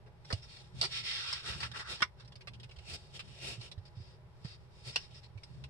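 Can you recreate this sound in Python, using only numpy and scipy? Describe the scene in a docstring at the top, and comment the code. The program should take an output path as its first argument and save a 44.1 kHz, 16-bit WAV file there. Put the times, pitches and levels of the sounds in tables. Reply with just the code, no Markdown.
"""Two hands fold a sheet of paper on a table in a small quiet room, close to a stereo microphone.
Over a steady low rumble, first crinkles, finger strokes and hand bumps lead to sharp ticks of the buckling sheet.
Just before 1 s the flap starts to slide over (filtered noise); the hum of its air pocket drops as it closes.
At 2 s the flap pops (fading sine waves); small crinkles (bursts of clicks) and strokes along the crease follow.
From 3.9 s light finger skids and mostly faint strokes remain, with one strong stroke near 4.9 s and one more
loud crinkle just before 5 s."""
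import sys
import numpy as np
from scipy import signal
from scipy.fft import rfft, irfft, next_fast_len
from scipy.io import wavfile
from scipy.ndimage import uniform_filter1d

SR = 44100
rng = np.random.default_rng(int(sys.argv[2]) if len(sys.argv) > 2 else 0)


def to_wav(sig):
    """Store sig (one row per channel, or 1-D mono) as 16-bit WAV at the path in sys.argv[1].

    Samples outside -1..1 are clipped; the rate is SR.
    """
    pcm = np.clip(np.atleast_2d(sig), -1, 1) * 32767
    pcm = np.round(pcm).astype(np.int16)
    wavfile.write(sys.argv[1], SR, pcm.T)  # frames by channels


N = 251229
TIME = np.arange(N) / SR  # s


def undb(db):
    """Turn decibels into a gain."""
    return 10 ** (np.asarray(db) / 20)


def unit(x):
    """Scale to rms 1."""
    return x / np.sqrt(np.mean(x ** 2) + 1e-20)


def colour(x, points, bumps=()):
    """Filter that never sounds early, from (f/Hz, level/dB) points and (f/Hz, width/Hz, lift/dB) resonances."""
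    n = 2 * next_fast_len(x.shape[-1] // 2 + 1)
    f = np.arange(n // 2 + 1) * SR / n
    hz, db = np.transpose(points)
    curve_db = np.interp(np.log(f + 1), np.log(hz), db)
    for centre, width, lift in bumps:
        curve_db = curve_db + lift / (1 + (2 * (f - centre) / width) ** 2)
    # folding the cepstrum onto positive times gives the minimum-phase filter
    cepstrum = irfft(np.log(undb(curve_db)))
    cepstrum[1:n // 2] *= 2
    cepstrum[n // 2 + 1:] = 0
    response = np.exp(rfft(cepstrum))
    return irfft(rfft(x, n) * response)[..., :x.shape[-1]]


# the four parts of paper sound; the upper edges of the first three split them: (lower f/Hz, upper f/Hz)
PART_EDGES = [(250, 850), (850, 2000), (2000, 6000), (6300, 11500)]


def bands(x):
    """Split into low scrape, sheet flexing, main rustle and fibre hiss, each at rms 1."""
    n = next_fast_len(x.shape[-1])
    spectrum, f = rfft(x, n), np.arange(n // 2 + 1) * SR / n
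    lowpasses = [1 / (1 + (f / upper) ** (10 + upper / 300)) for _, upper in PART_EDGES[:-1]]
    below = [0] + lowpasses + [1]
    parts = [irfft(spectrum * (b - a), n) for a, b in zip(below, below[1:])]
    return [unit(part[..., :x.shape[-1]]) for part in parts]


def stereo(x, left_db):
    """Lean the sound to one side; left_db is how much louder the left gets than the right."""
    return x * undb(np.array([[left_db], [-left_db]]) / 2)


def port_noise(apart_db):
    """Noise that both microphone ports share, with a part that differs between them."""
    mid, side = rng.standard_normal((2, N))
    return mid + undb(apart_db) * side * np.array([[1], [-1]])


def walk(rate):
    """Smooth random wander with spread 1, taking `rate` new values per second."""
    step = int(SR / rate)
    values = np.repeat(rng.standard_normal(N // step + 1), step)[:N]
    return unit(uniform_filter1d(values, step))


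def slips(rate, scatter_db, size):
    """Random catches of the paper fibres, `rate` per second: many small ones and a few large."""
    caught = rng.random(size) < rate / SR
    sign = rng.choice([-1, 1], size)
    return caught * sign * undb(scatter_db * np.minimum(rng.exponential(1, size), 4))


def spread(near_t60, direct_db, room_t60=0.12, room_db=-11, lag_size=5, size=8192):
    """How a slip at one spot reaches both ports: direct tick, flutter between sheet and table, short room tail."""
    t = TIME[:size]
    mid, side = rng.standard_normal((2, size))
    paths = mid + colour(side, [(150, -7.5), (1200, 0.5), (2500, 1.0)]) * np.array([[1], [-1]])
    decay = unit(undb(-60 * t / near_t60)) + undb(room_db) * unit(undb(-60 * t / room_t60))
    direct = np.zeros((2, size))
    direct[0, 0] = direct[1, lag_size] = 1  # the left port is a little nearer
    spectrum = rfft(unit(paths * decay) + undb(direct_db) * unit(direct))
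    # the paths leave fine ripples only; the broad colour belongs to the paper
    broad = np.sqrt(uniform_filter1d(np.mean(abs(spectrum) ** 2, axis=0), size=100))
    return irfft(spectrum / broad)[:, :size * 3 // 4]


def resonance(hz, width_hz, apart_db):
    """A gliding resonance stirred by friction noise, at rms 1."""
    stir = port_noise(apart_db) + 1j * port_noise(apart_db)
    swell = signal.sosfilt(signal.butter(2, width_hz / 2, fs=SR, output="sos"), stir)
    return unit(np.real(swell * np.exp(2j * np.pi * np.cumsum(hz) / SR)))


def gestures(rows, skew, power, linger_db=-14, linger_s=0.062):
    """Loudness of (start t/s, length t/s, level/dB) movements that speed up and slow down.
    Light contact lingers just before and after. Skew over 1 peaks late; low power is flat-topped."""
    energy = np.zeros(N)
    for start, length, db in rows:
        on = (TIME > start) & (TIME < start + length)
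        speed = np.sin(np.pi * ((TIME[on] - start) / length) ** skew)
        energy[on] += (undb(db) * abs(speed) ** power) ** 2
    span = int(linger_s * SR) + 1
    contact = abs(uniform_filter1d(uniform_filter1d(energy, span), span))
    return np.sqrt(energy + undb(linger_db) ** 2 * contact)


def held(starts, values):
    """Each movement keeps its own value until the next one starts."""
    return values[np.maximum(np.searchsorted(starts, TIME) - 1, 0)]


# colour of the room rumble and hiss: (f/Hz, relative level/dB per Hz)
ROOM_COLOUR = [(20, -10.5), (40, -9.5), (65, 1), (100, -3), (135, 0), (190, -15.5), (270, -31.5),
               (380, -15.5), (600, -21.5), (1000, -24.5), (2000, -32.5), (5300, -43), (6400, -51.5),
               (11500, -51)]
# faint resonances in the room noise: (f/Hz, width/Hz, lift/dB)
ROOM_RESONANCES = [(109, 16, 3.5), (373, 22, 6), (600, 36, 7.5), (834, 30, 11), (970, 36, 6.5)]
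ROOM_DB = -57


def room():
    """Steady rumble, more alike at both ports in the bass and diffuse higher up."""
    mid, side = rng.standard_normal((2, N))
    side = colour(side, [(30, -3.5), (100, -8), (400, -7.5), (2000, 1)])
    noise = colour(mid + side * np.array([[1], [-1]]), ROOM_COLOUR, ROOM_RESONANCES)
    return stereo(unit(noise) * undb(ROOM_DB), left_db=0.0)


# low tones at which the tabletop rings: (f/Hz, width/Hz, relative level/dB)
TABLE_MODES = [(74.5, 6.1, 8), (121.2, 11, 8.5), (134.8, 8.3, -1.5), (180, 10, -34)]
# a hand leans its weight on the table: (start t/s, length t/s, level/dB)
HAND_LEANS = [(.72, 0.15, -49), (.96, 0.11, -54), (1.47, 0.29, -48.5), (2.47, .22, -52), (3.22, .12, -49),
              (5.49, 0.2, -49.5)]
# table tremor of resting hands (dB) and of a finger stroke (dB re the stroke)
REST_TREMOR_DB, STROKE_TREMOR_DB = -62, -5


def tabletop(effort, wander_db=2, lean_power=0.47):
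    """Tremors of resting, leaning and stroking hands ring the table's low modes."""
    rest = undb(REST_TREMOR_DB + wander_db * walk(rate=5.4))
    lean = gestures(HAND_LEANS, 0.83, lean_power)
    stroke = undb(STROKE_TREMOR_DB) * effort
    force = np.sqrt(rest ** 2 + lean ** 2 + stroke ** 2)
    low_band = signal.butter(2, [45, 240], "band", fs=SR, output="sos")
    tremor = signal.sosfilt(low_band, port_noise(apart_db=-6))
    ring = 0
    for hz, width, db in TABLE_MODES:
        ring = ring + undb(db) * signal.lfilter(*signal.iirpeak(hz, hz / width, fs=SR), tremor)
    return stereo(unit(ring) * force, left_db=-2.5)


# a hand lands or shifts on the table: (t/s, peak level/dB before the lean to one side, starting f/Hz, rise t/s)
HAND_THUMPS = [(0.328, -38.5, 208, 0.0018), (.331, -27, 102.4, .007), (0.74, -42, 136, 0.0057),
               (1.491, -40, 73.5, 0.013), (1.56, -39, 127, 0.0045), (2.021, -38, 161, 0.002),
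               (2.774, -44, 79, 0.01), (2.908, -45.5, 85, 0.014), (3.577, -40, 126, 0.012),
               (3.776, -35, 95.4, 0.007), (3.969, -38.5, 112.5, 0.0087), (4.002, -37.5, 108, .006),
               (4.448, -33, 136, 0.0043), (5.351, -41, 108.3, 0.012)]


def thumps(sag=0.18, sag_s=0.056, size=8192):
    """A soft push bends the table for a few cycles; the pitch sags as the hand settles."""
    out, t = np.zeros(N + size), TIME[:size]
    for s, db, hz, rise in HAND_THUMPS:
        pitch = hz * (1 - sag * (1 - np.exp(-t / sag_s)))
        phase = np.cumsum(pitch) / SR
        swell = t / rise * np.exp(1 - t / rise)
        start = int(s * SR)
        out[start:start + size] += undb(db) * swell * np.sin(2 * np.pi * phase)
    return stereo(out[:N], left_db=-6)


# colour of the rubbed sheet, also used for the crinkles: (f/Hz, level/dB)
PAPER_COLOUR = [(100, -35.5), (250, -11.5), (400, -0.5), (800, -3.5), (1100, -4), (1400, -4.5), (2600, -1),
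                (4100, 0), (5400, 0.5), (5900, -7), (6450, -17), (8000, -12), (9700, -19.5), (12000, -35.5)]
# resonances of the sheet on the table: (f/Hz, width/Hz, lift/dB)
SHEET_RESONANCES = [(1349, 200, 10), (1930, 110, 7.5), (2656, 720, 3.5), (3700, 210, 8), (4535, 420, 3),
                    (5300, 260, 4.5)]


def friction(wander_db=1.5, grip_db=1.0, count=2):
    """Dense stick-slip catches drive the sheet at fingertips whose shares wander; gives four parts and the grip."""
    grip, sound = undb(grip_db * walk(rate=110)), 0
    for _ in range(count):
        share = undb(wander_db * walk(rate=7.6))
        drive = slips(rate=3000, scatter_db=3.5, size=N) * grip * share
        sound = sound + signal.fftconvolve(drive[None], spread(near_t60=0.049, direct_db=-15.5))[:, :N]
    # the fingertips share one total force, so the level is evened out
    sound = sound / np.sqrt(uniform_filter1d(np.mean(sound ** 2, axis=0), size=2200) + 1e-12)
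    scrape, flex, rustle, hiss = bands(colour(sound, PAPER_COLOUR, SHEET_RESONANCES))
    return scrape, flex, rustle, hiss, grip


REST_RUB_DB = -82.5  # level of the rustle before its wander


def resting_hands(rub, wander_db=3, flex_db=-3, hiss_db=-10):
    """The hands that hold the sheet down never keep quite still and rub it very faintly."""
    _, flex, rustle, hiss, _ = rub
    level = undb(REST_RUB_DB + wander_db * walk(rate=6))
    return level * (undb(flex_db) * flex + rustle + undb(hiss_db) * hiss)


# dry fingertips skid lightly over the sheet: (start t/s, length t/s, level/dB before the mix, swish f/Hz)
FINGER_SKIDS = [(.34, 0.18, -67, 5300), (0.421, .05, -56.5, 5250), (.485, 0.14, -58, 4440),
                (3.852, 0.04, -60, 4780), (3.953, 0.22, -64.5, 4960), (4.441, 0.13, -54, 4740),
                (4.923, .15, -51.5, 5240), (5.107, 0.05, -66, 3190), (5.143, 0.063, -56.5, 5170),
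                (5.231, 0.042, -57.5, 4270)]


def finger_skids(rub, skew=0.6, power=0.54, rustle_db=-3.5, swish_db=-3.0, flex_db=-17, hiss_db=-19):
    """A light touch starts quickly and trails off in a bright, narrow swish."""
    _, flex, rustle, hiss, grip = rub
    start, length, db, hz = np.transpose(FINGER_SKIDS)
    swish = grip * resonance(held(start, hz), width_hz=550, apart_db=-1.5)
    paper = undb(flex_db) * flex + undb(rustle_db) * rustle + undb(swish_db) * swish + undb(hiss_db) * hiss
    return stereo(gestures(zip(start, length, db), skew, power) * paper, left_db=1.2)


# the flap slides over the sheet in pushes:
# (start t/s, length t/s, level/dB, flexing level/dB re level, air pocket level/dB re level)
FLAP_PUSHES = [(0.898, 0.14, -38, -17, -11.5), (1.019, 0.14, -38, -16.5, -8.5),
               (1.085, .16, -38.5, -15.5, -10.5), (1.152, 0.29, -40.5, -12, -12),
               (1.418, 0.17, -48, -2.5, -5.5), (1.6, 0.086, -44.5, -2, -20), (1.728, 0.066, -53.5, 6, -14),
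               (1.782, 0.064, -51, 6, -10), (1.806, 0.16, -60.5, 6, 7.5), (1.852, 0.2, -52, -10, -16),
               (2.169, 0.086, -67, -12, 0)]
# the flap closes: middle and time scale (s); the air pocket under it sinks from open to closed pitch (Hz)
CLOSE_S, CLOSE_TIME_S, POCKET_OPEN_HZ, POCKET_CLOSED_HZ = 1.19, 0.0256, 2090, 1425


def flap_slides(rub, skew=0.97, power=1.15, low_db=-28, hiss_db=-17, swish_hz=3300, swish_drift=0.13,
                swish_db=-9):
    """Paper slides on paper with a wandering swish; the air pocket hums lower as the flap closes."""
    scrape, flex, rustle, hiss, grip = rub
    start, length, db, flex_db, pocket_db = np.transpose(FLAP_PUSHES)

    def push(extra_db):
        """Loudness of the pushes, raised by extra_db."""
        return gestures(zip(start, length, db + extra_db), skew, power)

    closed = (1 + np.tanh((TIME - CLOSE_S) / CLOSE_TIME_S)) / 2  # 0 open, 1 closed
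    pocket_hz = POCKET_OPEN_HZ + (POCKET_CLOSED_HZ - POCKET_OPEN_HZ) * closed
    pocket = resonance(pocket_hz, width_hz=400, apart_db=-2.5)
    wandering_hz = swish_hz * np.exp(swish_drift * walk(rate=10))
    swish = grip * resonance(wandering_hz, width_hz=310, apart_db=9)
    paper = undb(low_db) * scrape + rustle + undb(swish_db) * swish + undb(hiss_db) * hiss
    return stereo(push(0) * paper + push(flex_db) * flex + push(pocket_db) * pocket, left_db=-1.0)


# fingers press along the crease: (start t/s, length t/s, level/dB before the mix, ring under the finger f/Hz)
CREASE_STROKES = [(0.226, 0.21, -57.5, 3400), (.39, 0.36, -62.5, 3600), (0.727, 0.22, -50, 3600),
                  (1.408, 0.17, -45.5, 3700), (1.488, 0.24, -51, 2700), (1.732, 0.11, -48, 2800),
                  (1.853, 0.13, -45, 3750), (2.647, 0.62, -62.5, 2790), (2.838, 0.16, -46.5, 2650),
                  (2.92, 0.056, -45, 4700), (3.118, 0.085, -49.5, 3200), (3.131, 0.42, -60, 3150),
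                  (3.278, 0.38, -56, 2750), (3.37, 0.23, -43, 2680), (3.575, 0.14, -52.5, 2900),
                  (4.565, 0.14, -76, 4800), (4.662, 0.32, -65, 5000), (4.831, 0.11, -46.5, 4600),
                  (4.96, 0.33, -71.5, 2700), (5.289, 0.47, -73.5, 4500)]


def finger_strokes(rub, effort, low_db=-11.5, flex_db=-15, rustle_db=-1.0, hiss_db=-11, fizz_db=-14,
                   ring_db=-6):
    """Skin pressed along the fold scrapes, rings the sheet under it and hisses high on the fibres."""
    scrape, flex, rustle, hiss, grip = rub
    start, _, _, hz = np.transpose(CREASE_STROKES)
    fizz = unit(colour(port_noise(apart_db=-5.5), [(6500, 1.0), (9500, 1), (11500, -1.5), (13000, -19)]))
    fizz = fizz * effort / effort.max()  # stronger strokes are brighter
    ring = resonance(held(start, hz), width_hz=500, apart_db=-1.5)
    paper = undb(low_db) * scrape + undb(flex_db) * flex + undb(rustle_db) * rustle + undb(hiss_db) * hiss
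    return stereo(effort * (paper + grip * (undb(fizz_db) * fizz + undb(ring_db) * ring)), left_db=0.5)


# the sheet buckles or is tapped: (t/s, length t/s, level/dB, low scrape level/dB re level,
# flexing level/dB re level, ring of the buckling patch f/Hz)
BUCKLES = [(.062, .02, -70, 9, 2, 2400), (.2485, .006, -58.5, -12, -6, 5200),
           (.3035, .012, -47, 2, 4, 4730), (.3265, .004, -37, -9, -14, 4740),
           (.8131, .002, -28.8, -23, -20, 4600), (.8265, .006, -35, -12, -9, 4640),
           (.836, .022, -33, -15, -11, 4610), (1.327, .008, -36, -26, -10, 5250),
           (1.604, .01, -43, -18, -9, 4700), (1.63, .006, -41, -22, -3, 2720),
           (1.7155, .006, -50, -16, -7, 3600), (1.7595, .003, -50, -11, -2, 2770),
           (2.0053, .005, -47, -5, -2, 3180), (2.0208, .007, -29.5, -18, 0, 2050),
           (2.198, .012, -58.5, -14, -4, 4000), (2.248, .012, -64, -14, -10, 4000),
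           (2.2765, .007, -62, -12, -10, 5260), (2.3215, .006, -59, -18, -10, 3370),
           (2.3555, .007, -56, -19, -15, 4800), (2.4085, .011, -57, -16, -9, 2580),
           (2.4725, .011, -47, -12, -7, 2480), (2.535, .018, -57, -16, -13, 2900),
           (2.599, .008, -57, -19, -14, 3530), (2.632, .013, -53, -18, -13, 2860),
           (2.692, .008, -62, -4, -10, 2790), (2.711, .012, -57, -18, -14, 2750),
           (2.7616, .007, -61, -16, -8, 3320), (2.7861, .008, -56, -12, -14, 2850),
           (3.193, .016, -44, -20, -9, 2750), (3.611, .008, -52, -16, -14, 4500),
           (3.7145, .008, -49.5, -15, -19, 3820), (3.779, .008, -66, -4, -4, 3690),
           (4.447, .01, -54, -8, -8, 4800), (4.959, .004, -29.5, -19, -11.5, 2950),
           (5.376, .007, -61.5, -14, -10, 2340), (5.434, .005, -52.5, -20, -13, 5160),
           (5.639, .006, -52, -19, -8, 2660)]
# fibre hiss of a crinkle that rings at CRINKLE_HZ (dB re its level); smaller, higher patches hiss more
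CRINKLE_HISS_DB, CRINKLE_HZ, HISS_DB_PER_OCTAVE = -16, 3600, 2


def crinkles(ring_width_hz=800, ring_db=10.0, break_share=0.58, size=8192, lead_size=256):
    """Each buckle is a sharp break and a quick run of smaller ones, ringing its own patch of the sheet."""
    out, t = np.zeros((2, N + size)), TIME[:size]
    for s, length, level_db, low_db, flex_db, ring_hz in BUCKLES:
        run = slips(rate=3300, scatter_db=0.5, size=size) / (1 + (t / length) ** 8)
        first_break = 1. * (t == 0)
        # a short silent lead leaves room for the band filters, which spread both ways in time
        drive = np.pad(unit(run) + break_share * unit(first_break), (lead_size, 0))
        path = spread(near_t60=0.052, direct_db=-7.5, room_db=-13)
        sound = signal.fftconvolve(drive[None], path)[:, :size]
        sound = colour(sound, PAPER_COLOUR, [(ring_hz, ring_width_hz, ring_db)])
        hiss_db = CRINKLE_HISS_DB + HISS_DB_PER_OCTAVE * np.log2(ring_hz / CRINKLE_HZ)
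        part_db = (low_db, flex_db, 0, hiss_db)
        sound = sum(part * undb(level_db + db) for part, db in zip(bands(sound), part_db))
        start = int(s * SR) - lead_size
        out[:, start:start + size] += sound * np.sqrt(.02 * SR / size)  # levels are rms over 20 ms
    return stereo(out[:, :N], left_db=-1.5)


# tones of the popping flap: (f/Hz, level/dB re POP_DB, 60 dB decay t/s before ring_scale shortens it)
FLAP_MODES = [(999, -9.5, 0.15), (1125, 3, 0.043), (1264, -2.5, 0.11), (1467, 2.5, .08),
              (1770, -18.5, 0.099), (2776, -4.5, 0.086), (2900, -32.5, 0.13), (3190, -7.5, 0.08),
              (3600, -12, .06)]
# the bulging flap pops through: time (s), level (dB)
POP_S, POP_DB = 2.0212, -23


def pop(rise_s=.002, ring_scale=0.59, port_lag=0.091):
    """The flap snaps through and rings briefly; the two ports hear its modes a little out of phase."""
    t = np.maximum(TIME - POP_S, 0)
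    modes = 0
    for hz, db, t60 in FLAP_MODES:
        phase = rng.random() + port_lag * rng.standard_normal((2, 1)) / 2  # in cycles
        fade_db = -60 * np.minimum(t / (ring_scale * t60), 4)
        modes = modes + undb(db + fade_db) * np.sin(2 * np.pi * (hz * t + phase))
    return undb(POP_DB) * (1 - np.exp(-t / rise_s)) * modes


def scene():
    """Room, table and paper together; the effort of the strokes both rubs the sheet and shakes the table."""
    rub = friction()
    effort = gestures([row[:3] for row in CREASE_STROKES], skew=0.98, power=2.03)
    background = room() + tabletop(effort) + thumps()
    rubbing = resting_hands(rub) + finger_skids(rub) + flap_slides(rub) + finger_strokes(rub, effort)
    return background + rubbing + crinkles() + pop()


TOP_HZ = 12100


def record(dry):
    """The recorder cuts steeply above TOP_HZ."""
    return signal.sosfilt(signal.ellip(8, .2, 70, TOP_HZ, fs=SR, output="sos"), dry)


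dry = scene()
out = record(dry)
to_wav(out)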